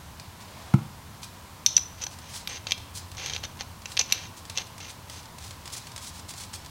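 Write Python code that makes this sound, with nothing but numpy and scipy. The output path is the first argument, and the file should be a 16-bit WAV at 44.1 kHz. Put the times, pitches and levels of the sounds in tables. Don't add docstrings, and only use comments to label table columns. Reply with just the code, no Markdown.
import sys
import numpy as np
from scipy import signal
from scipy.fft import rfft, irfft
from scipy.io import wavfile
from scipy.ndimage import uniform_filter1d, minimum_filter1d

SR = 44100
rng = np.random.default_rng(int(sys.argv[2]) if len(sys.argv) > 2 else 0)


def put_to_file(sound):
    columns = np.atleast_2d(sound).T
    safe = np.clip(columns, -1, 1)
    whole_steps = np.round(safe * 32767)
    wavfile.write(sys.argv[1], SR, whole_steps.astype(np.int16))


N = 295470


def amp(db):
    return 10 ** (np.asarray(db) / 20)


def unit(x):
    return x / np.sqrt(np.mean(x ** 2) + 1e-20)


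def unit_attack(x):
    return x / np.sqrt(np.mean(x[:SR // 100] ** 2) + 1e-20)


def curve_at(points, hz):
    point_hz, value = np.transpose(points)
    return np.interp(np.log(hz + 1), np.log(point_hz + 1), value)


def add(mix, start_s, sound):
    part = mix[max(round(start_s * SR), 0):][:len(sound)]
    part += sound[:len(part)]


def equalise(x, db_of_hz):
    return irfft(rfft(x) * amp(db_of_hz(np.fft.rfftfreq(len(x), 1 / SR))), len(x))


def click(eq, size=2048):
    log_gain = np.log(amp(curve_at(eq, abs(np.fft.fftfreq(size, 1 / SR)))))
    spectrum = np.exp(np.conj(signal.hilbert(log_gain)))
    pulse = np.fft.ifft(spectrum).real[:size // 2]
    return pulse / np.linalg.norm(pulse)


def ring(modes, stretch=1, shares_db=0, size=12000):
    t = np.arange(size)[:, None] / SR
    hz, db, t60 = np.transpose(modes)
    tone = (amp(db + shares_db - 60 * t / t60) * np.sin(2 * np.pi * hz * stretch * t)).sum(1)
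    return tone / np.linalg.norm(tone)


def grains(per_s, spread_db=0.5):
    chance, size, sign = rng.random(N), rng.exponential(1, N), rng.standard_normal(N)
    return (chance < per_s / SR) * amp(spread_db * np.minimum(size, 4)) * np.sign(sign)


def sprinkle(strokes, per_s, over_db, spread_db, count=24):
    rows = []
    for start, end, db in strokes:
        times = start + (np.arange(count) + rng.random(count)) / per_s
        levels = db + over_db + spread_db * rng.uniform(-0.85, 1, count)
        rows += list(zip(times[times < end], levels[times < end]))
    return rows


# freq_hz, gain_db
AIR_EQ = [(15, -75), (25, -33), (70, -1.5), (102, -0.5), (130, -3), (179, -6), (371, -14.5), (403, -16),
          (929, -12.5), (1010, -12), (1150, -14), (1930, -19.5), (4210, -21.5), (5090, -22.5), (15800, -30)]
# centre_hz, width_hz, level_db (before the drone's fader)
DUCT_BANDS = [(88, 15.6, -49.5), (118, 84, -55.5), (980, 137, -57.5)]
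# time_s, relative_db
DRONE_RIDE = [(0, 0.5), (1.3, 0), (2.2, -0.5), (3.4, 5), (4.6, -2.5), (5.5, 1.5), (6.7, 1)]


def ventilation(air_db=-47, drone_trim_db=-2):
    bed = amp(air_db) * unit(equalise(rng.standard_normal(N), lambda hz: curve_at(AIR_EQ, hz)))
    times, ride_db = np.transpose(DRONE_RIDE)
    swell = amp(np.interp(np.arange(N) / SR, times, ride_db - ride_db.mean()) + drone_trim_db)
    for centre, width, db in DUCT_BANDS:
        band = equalise(rng.standard_normal(N), lambda hz: -20 * np.log10(1 + ((hz - centre) / width) ** 2))
        bed += amp(db) * unit(band) * (swell if centre < 200 else 1)
    return bed


# freq_hz, gain_db
GLOVE_EQ = [(200, -15), (700, 2), (1500, 0), (3000, 2), (4300, 5), (6500, 2), (8500, -0.5), (10700, -5.5),
            (12200, -13.5), (16000, -13)]
# start_s, peak_db
FINGERTIP_TICKS = [(0.1977, -26), (3.1163, -31.5), (4.4977, -25), (4.7798, -32), (5.098, -27.5),
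                   (5.3839, -31.5), (5.6557, -33), (5.6765, -28), (5.962, -25.5), (5.9784, -27.5),
                   (6.6615, -28.5)]


def glove_ticks(decay_s=0.0046):
    out, colour = np.zeros(N), click(GLOVE_EQ)
    t = np.arange(SR // 25) / SR
    crinkles = sprinkle(SWISHES, per_s=12, over_db=15.5, spread_db=7)
    handling = (2.1, 6.7, -35.5)  # start_s, end_s, level_db
    regrips = sprinkle([handling], per_s=4, over_db=0, spread_db=7)
    for start, db in FINGERTIP_TICKS + crinkles + regrips:
        snap = signal.fftconvolve(rng.standard_normal(len(t)) * np.exp(-t / decay_s), colour)
        add(out, start, amp(db) * snap / abs(snap).max())
    return out


# start_s, end_s, level_db
SWISHES = [(0.398, 0.436, -53), (1.213, 1.259, -46), (2.093, 2.163, -52), (2.255, 2.45, -49),
           (2.325, 2.397, -46.5), (2.933, 3.009, -41.5), (3.859, 3.962, -50), (4.36, 4.407, -49.5),
           (4.875, 4.924, -48), (5.073, 5.232, -51), (5.371, 5.53, -49.5), (5.553, 5.98, -55),
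           (5.719, 5.755, -40.5), (5.759, 5.791, -41.5), (5.999, 6.118, -44.5), (6.12, 6.215, -49.5),
           (6.277, 6.326, -42.5), (6.333, 6.472, -45), (6.522, 6.574, -43.5)]


def swishes(medium_db=-45.5, pivot_hz=6000, clump_db=2, rise_share=0.36, fade_share=0.35):
    out = np.zeros(N)
    clumps = amp(clump_db * unit(uniform_filter1d(rng.standard_normal(N), size=400)))
    fibres = signal.fftconvolve(clumps * grains(per_s=6000), click(GLOVE_EQ))[:N]
    strokes = [(start, end, db, 3.5 + 0.37 * (db - medium_db)) for start, end, db in SWISHES]
    dull_sleeve = (0.36, 0.82, -53.5, -4.5)
    for start, end, db, db_per_octave in strokes + [dull_sleeve]:
        stroke = fibres[round(start * SR):round(end * SR)]
        stroke = equalise(stroke, lambda hz: db_per_octave * np.log2(np.clip(hz / pivot_hz, .1, 1.5)))
        progress = np.linspace(0, 1, len(stroke))
        ramp = np.clip(np.minimum(progress / rise_share, (1 - progress) / fade_share), 0, 1)
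        add(out, start, amp(db) * unit(stroke * np.sin(np.pi / 2 * ramp) ** 2))
    return out


# pitch_hz, level_db, t60_s
BENCH_MODES = [(140.5, 2.5, 0.08), (166.7, 10, 0.036), (194, -7.5, 0.075), (334, -18.5, 0.12)]
# freq_hz, gain_db
CRACK_EQ = [(100, -15), (450, -3.5), (700, -1), (900, -1), (1250, 0), (1600, -14), (2200, -9.5),
            (4000, -24), (12000, -28.5), (16000, -46)]
# start_s, peak_db
BENCH_HITS = [(0.7385, -4.5), (0.785, -21.5), (0.811, -34)]


def bench_bump(push_s=0.0073, crack_s=0.0065, crack_db=-23, low_cut_hz=65):
    out, boom = np.zeros(N), ring(BENCH_MODES)
    t = np.arange(len(boom)) / SR
    boom *= 1 - np.exp(-(t / push_s) ** 2)
    boom = signal.sosfilt(signal.butter(2, low_cut_hz, "high", fs=SR, output="sos"), boom)
    for start, db in BENCH_HITS:
        crack = signal.fftconvolve(rng.standard_normal(len(t)) * np.exp(-t / crack_s), click(CRACK_EQ))
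        add(out, start, amp(db) * boom / abs(boom).max())
        add(out, start, amp(db + crack_db) * unit_attack(crack))
    return out


def chatter(length_ms, count=24):
    when, size = .5 * rng.exponential(1, count), rng.standard_normal(count)
    force = np.zeros(SR // 40)
    force[0] = 1
    at = np.clip(when * length_ms * SR / 1000, 0, len(force) - 1).astype(int)
    np.add.at(force, at, (length_ms / 4) ** 1.5 * size * np.exp(-when / 2))
    return force


# freq_hz, gain_db
CLACK_EQ = [(60, -26), (200, -22), (500, -6.5), (1200, -10), (2100, -2), (2800, 2.5), (3900, 1), (4700, 0),
            (5400, 0.5), (6500, -0.5), (7400, -20.5), (10000, -30), (15500, -39)]
# pitch_hz, level_db, t60_s
GRIPPED_MODES = [(1760, -12, .025), (2110, -8, .025), (2375, -9, .02), (2720, -2, .018), (3280, 0, .018),
                 (3668, -3, .016), (3924, -1, .018), (4240, -1, .016), (4570, -2, .011)]


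def clack(modes_db=-4):
    body = amp(modes_db) * ring(GRIPPED_MODES, shares_db=3 * rng.standard_normal(len(GRIPPED_MODES)))
    add(body, 0, click(CLACK_EQ))
    return body


# pitch_hz, level_db, t60_s
STEEL_MODES = [(5356, -11, .014), (5648, -6, .016), (5910, -2, .022), (5990, 0, .026), (6200, -9, .014),
               (5975, -23, .3)]
# pitch_hz, level_db, t60_s
PING_MODES = [(8440, -7, .025), (10620, -9, .03), (11480, 0, .045), (14450, -11, .03)]
# start_s, strength_db, ring_db (over the clack; high in a loose grip),
# ping_db (over the strength)
NUT_KNOCKS = [(1.6625, -9.5, 10, -23.5), (1.7663, -11.5, 20.5, -45), (1.7778, -28.5, -2, -13),
              (2.019, -33.5, 11, -30), (2.038, -31, 8, -18), (2.066, -33.5, -0.5, -24),
              (2.4743, -31, -23.5, -11.5), (2.6695, -31.5, -13.5, -27), (2.709, -29.5, 0.5, -27),
              (2.72, -21, -13, -28), (3.181, -40, -6.5, -24), (3.2609, -32, 0, -17),
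              (3.298, -34.5, -18, -29), (3.3355, -32, -6.5, -33), (3.3637, -32, -24.5, -35),
              (3.4373, -36.5, -18.5, -16), (3.609, -32, -13, -37), (3.857, -34, -3.5, -26),
              (3.969, -30, -19, -31), (3.9741, -24.5, -23.5, -34), (3.9913, -27, -3.5, -32),
              (3.9942, -19, 8, -26), (4.012, -26.5, 4, -23), (4.1236, -18.5, -3, -13.5),
              (4.575, -26.5, -2.5, -26), (4.583, -28.5, -8, -29), (4.803, -42.5, -3, -22)]


def nut_knocks(catches, medium_db=-30, chatter_ms=4.6, ring_band_hz=(2500, 9000)):
    clacks, rings = np.zeros(N), np.zeros(N)
    steel, ping = ring(STEEL_MODES), unit_attack(ring(PING_MODES))
    for start, db, ring_db, ping_db in NUT_KNOCKS + catches:
        accent_db = db - medium_db
        force = chatter(chatter_ms * amp(.27 * ring_db - .3 * accent_db))
        brightness_db = 2.5 * (1 + .45 * max(accent_db, -5))
        touch = signal.fftconvolve(clack(), click([(600, -brightness_db), (4000, 0)]))
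        gain = amp(db) / np.hypot(1, amp(ring_db))
        add(clacks, start, gain * unit_attack(signal.fftconvolve(force, touch)))
        strike = np.r_[force[0], .25 * force[1:]]
        add(rings, start, gain * amp(ring_db) * unit_attack(signal.fftconvolve(strike, steel)))
        add(clacks, start, amp(db + ping_db) * ping)
    return clacks, signal.sosfilt(signal.butter(2, ring_band_hz, "band", fs=SR, output="sos"), rings)


# start_s, end_s, level_db
GRINDING_TURNS = [(1.977, 2.015, -53), (2.011, 2.045, -43), (2.209, 2.334, -54), (2.481, 2.59, -42.5),
                  (2.666, 2.743, -46), (3.163, 3.384, -41), (3.43, 3.456, -38.5), (3.589, 3.62, -42.5),
                  (3.988, 4.019, -31.5), (4.085, 4.191, -42.5), (4.174, 4.275, -48), (4.548, 4.63, -42),
                  (4.793, 4.92, -48), (5.071, 5.217, -54.5)]


def grinding(ring_db=-7, dull_db=5):
    grit, force = grains(per_s=1200), np.zeros(N)
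    for start, end, db in GRINDING_TURNS:
        stroke = grit[round(start * SR):round(end * SR)]
        add(force, start, amp(db) * unit(stroke * signal.windows.tukey(len(stroke), .3)))
    body = signal.fftconvolve(clack(modes_db=-36.5), click([(1200, dull_db), (4800, 0)]))
    pressed = amp(ring_db) * ring(STEEL_MODES, stretch=1.03)
    return sum(signal.fftconvolve(force, response)[:N] for response in (body, pressed))


def edge_catches(ring_db=-1.5, ping_db=-32):
    snags = sprinkle(GRINDING_TURNS, per_s=26, over_db=-1, spread_db=2)
    return [(start, db, ring_db, ping_db) for start, db in snags]


def squeak(start_s=2.475, length_s=0.07, top_hz=8400, level_db=-57, arch=.035, waver=.003):
    out, n = np.zeros(N), round(length_s * SR)
    pressure = np.sin(np.pi * np.arange(n) / n)
    jitter = unit(uniform_filter1d(rng.standard_normal(n), size=40))
    hz = top_hz * (1 - arch * (1 - pressure) + waver * jitter)
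    tone = np.sqrt(pressure) * np.sin(2 * np.pi * np.cumsum(hz) / SR)
    add(out, start_s, amp(level_db) * unit(tone))
    return out


def early_reflections(x, echo_db, decay_s=0.0076, count=40):
    t = np.arange(SR // 40) / SR
    taps = np.zeros(len(t))
    taps[rng.integers(SR // 400, len(taps), count)] = rng.standard_normal(count)
    taps *= np.exp(-t / decay_s)
    return x + amp(echo_db) * signal.fftconvolve(x, taps / np.linalg.norm(taps))[:N]


# freq_hz, t60_s
SHOP_DECAY = [(120, 0.3), (600, 0.7), (3000, 0.63), (6000, 0.39), (12000, 0.22)]


def shop_reverb(send, predelay_s=.006, size=32768, count=1800):
    out, taps = np.zeros(N), np.zeros(size)
    taps[rng.integers(0, size, count)] = rng.choice([-1., 1.], count)
    hz, t, bands = signal.stft(taps, SR, nperseg=256)
    decay = amp(-60 * t / curve_at(SHOP_DECAY, hz)[:, None])
    tail = signal.istft(bands * decay, SR, nperseg=256)[1]
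    add(out, predelay_s, signal.fftconvolve(send, tail / np.linalg.norm(tail)))
    return out


def scene():
    clacks, rings = nut_knocks(edge_catches())
    steel = early_reflections(clacks + grinding(), echo_db=-9) + rings + squeak()
    thud = bench_bump()
    cloth = early_reflections(swishes() + glove_ticks(), echo_db=-14)
    send = amp(-17) * steel + amp(-15) * thud + amp(-8) * cloth
    return (steel + thud + cloth + shop_reverb(send) + ventilation())[None]


def record(dry):
    ceiling, high_cut_hz = .95, 15950
    allowed = ceiling / np.maximum(abs(dry), ceiling)
    gain = uniform_filter1d(minimum_filter1d(allowed, size=61), size=61)
    high_cut = signal.firwin(511, high_cut_hz, window=("kaiser", 9), fs=SR)
    return signal.oaconvolve(dry * gain, high_cut[None], "same")


dry = scene()
out = record(dry)
put_to_file(out)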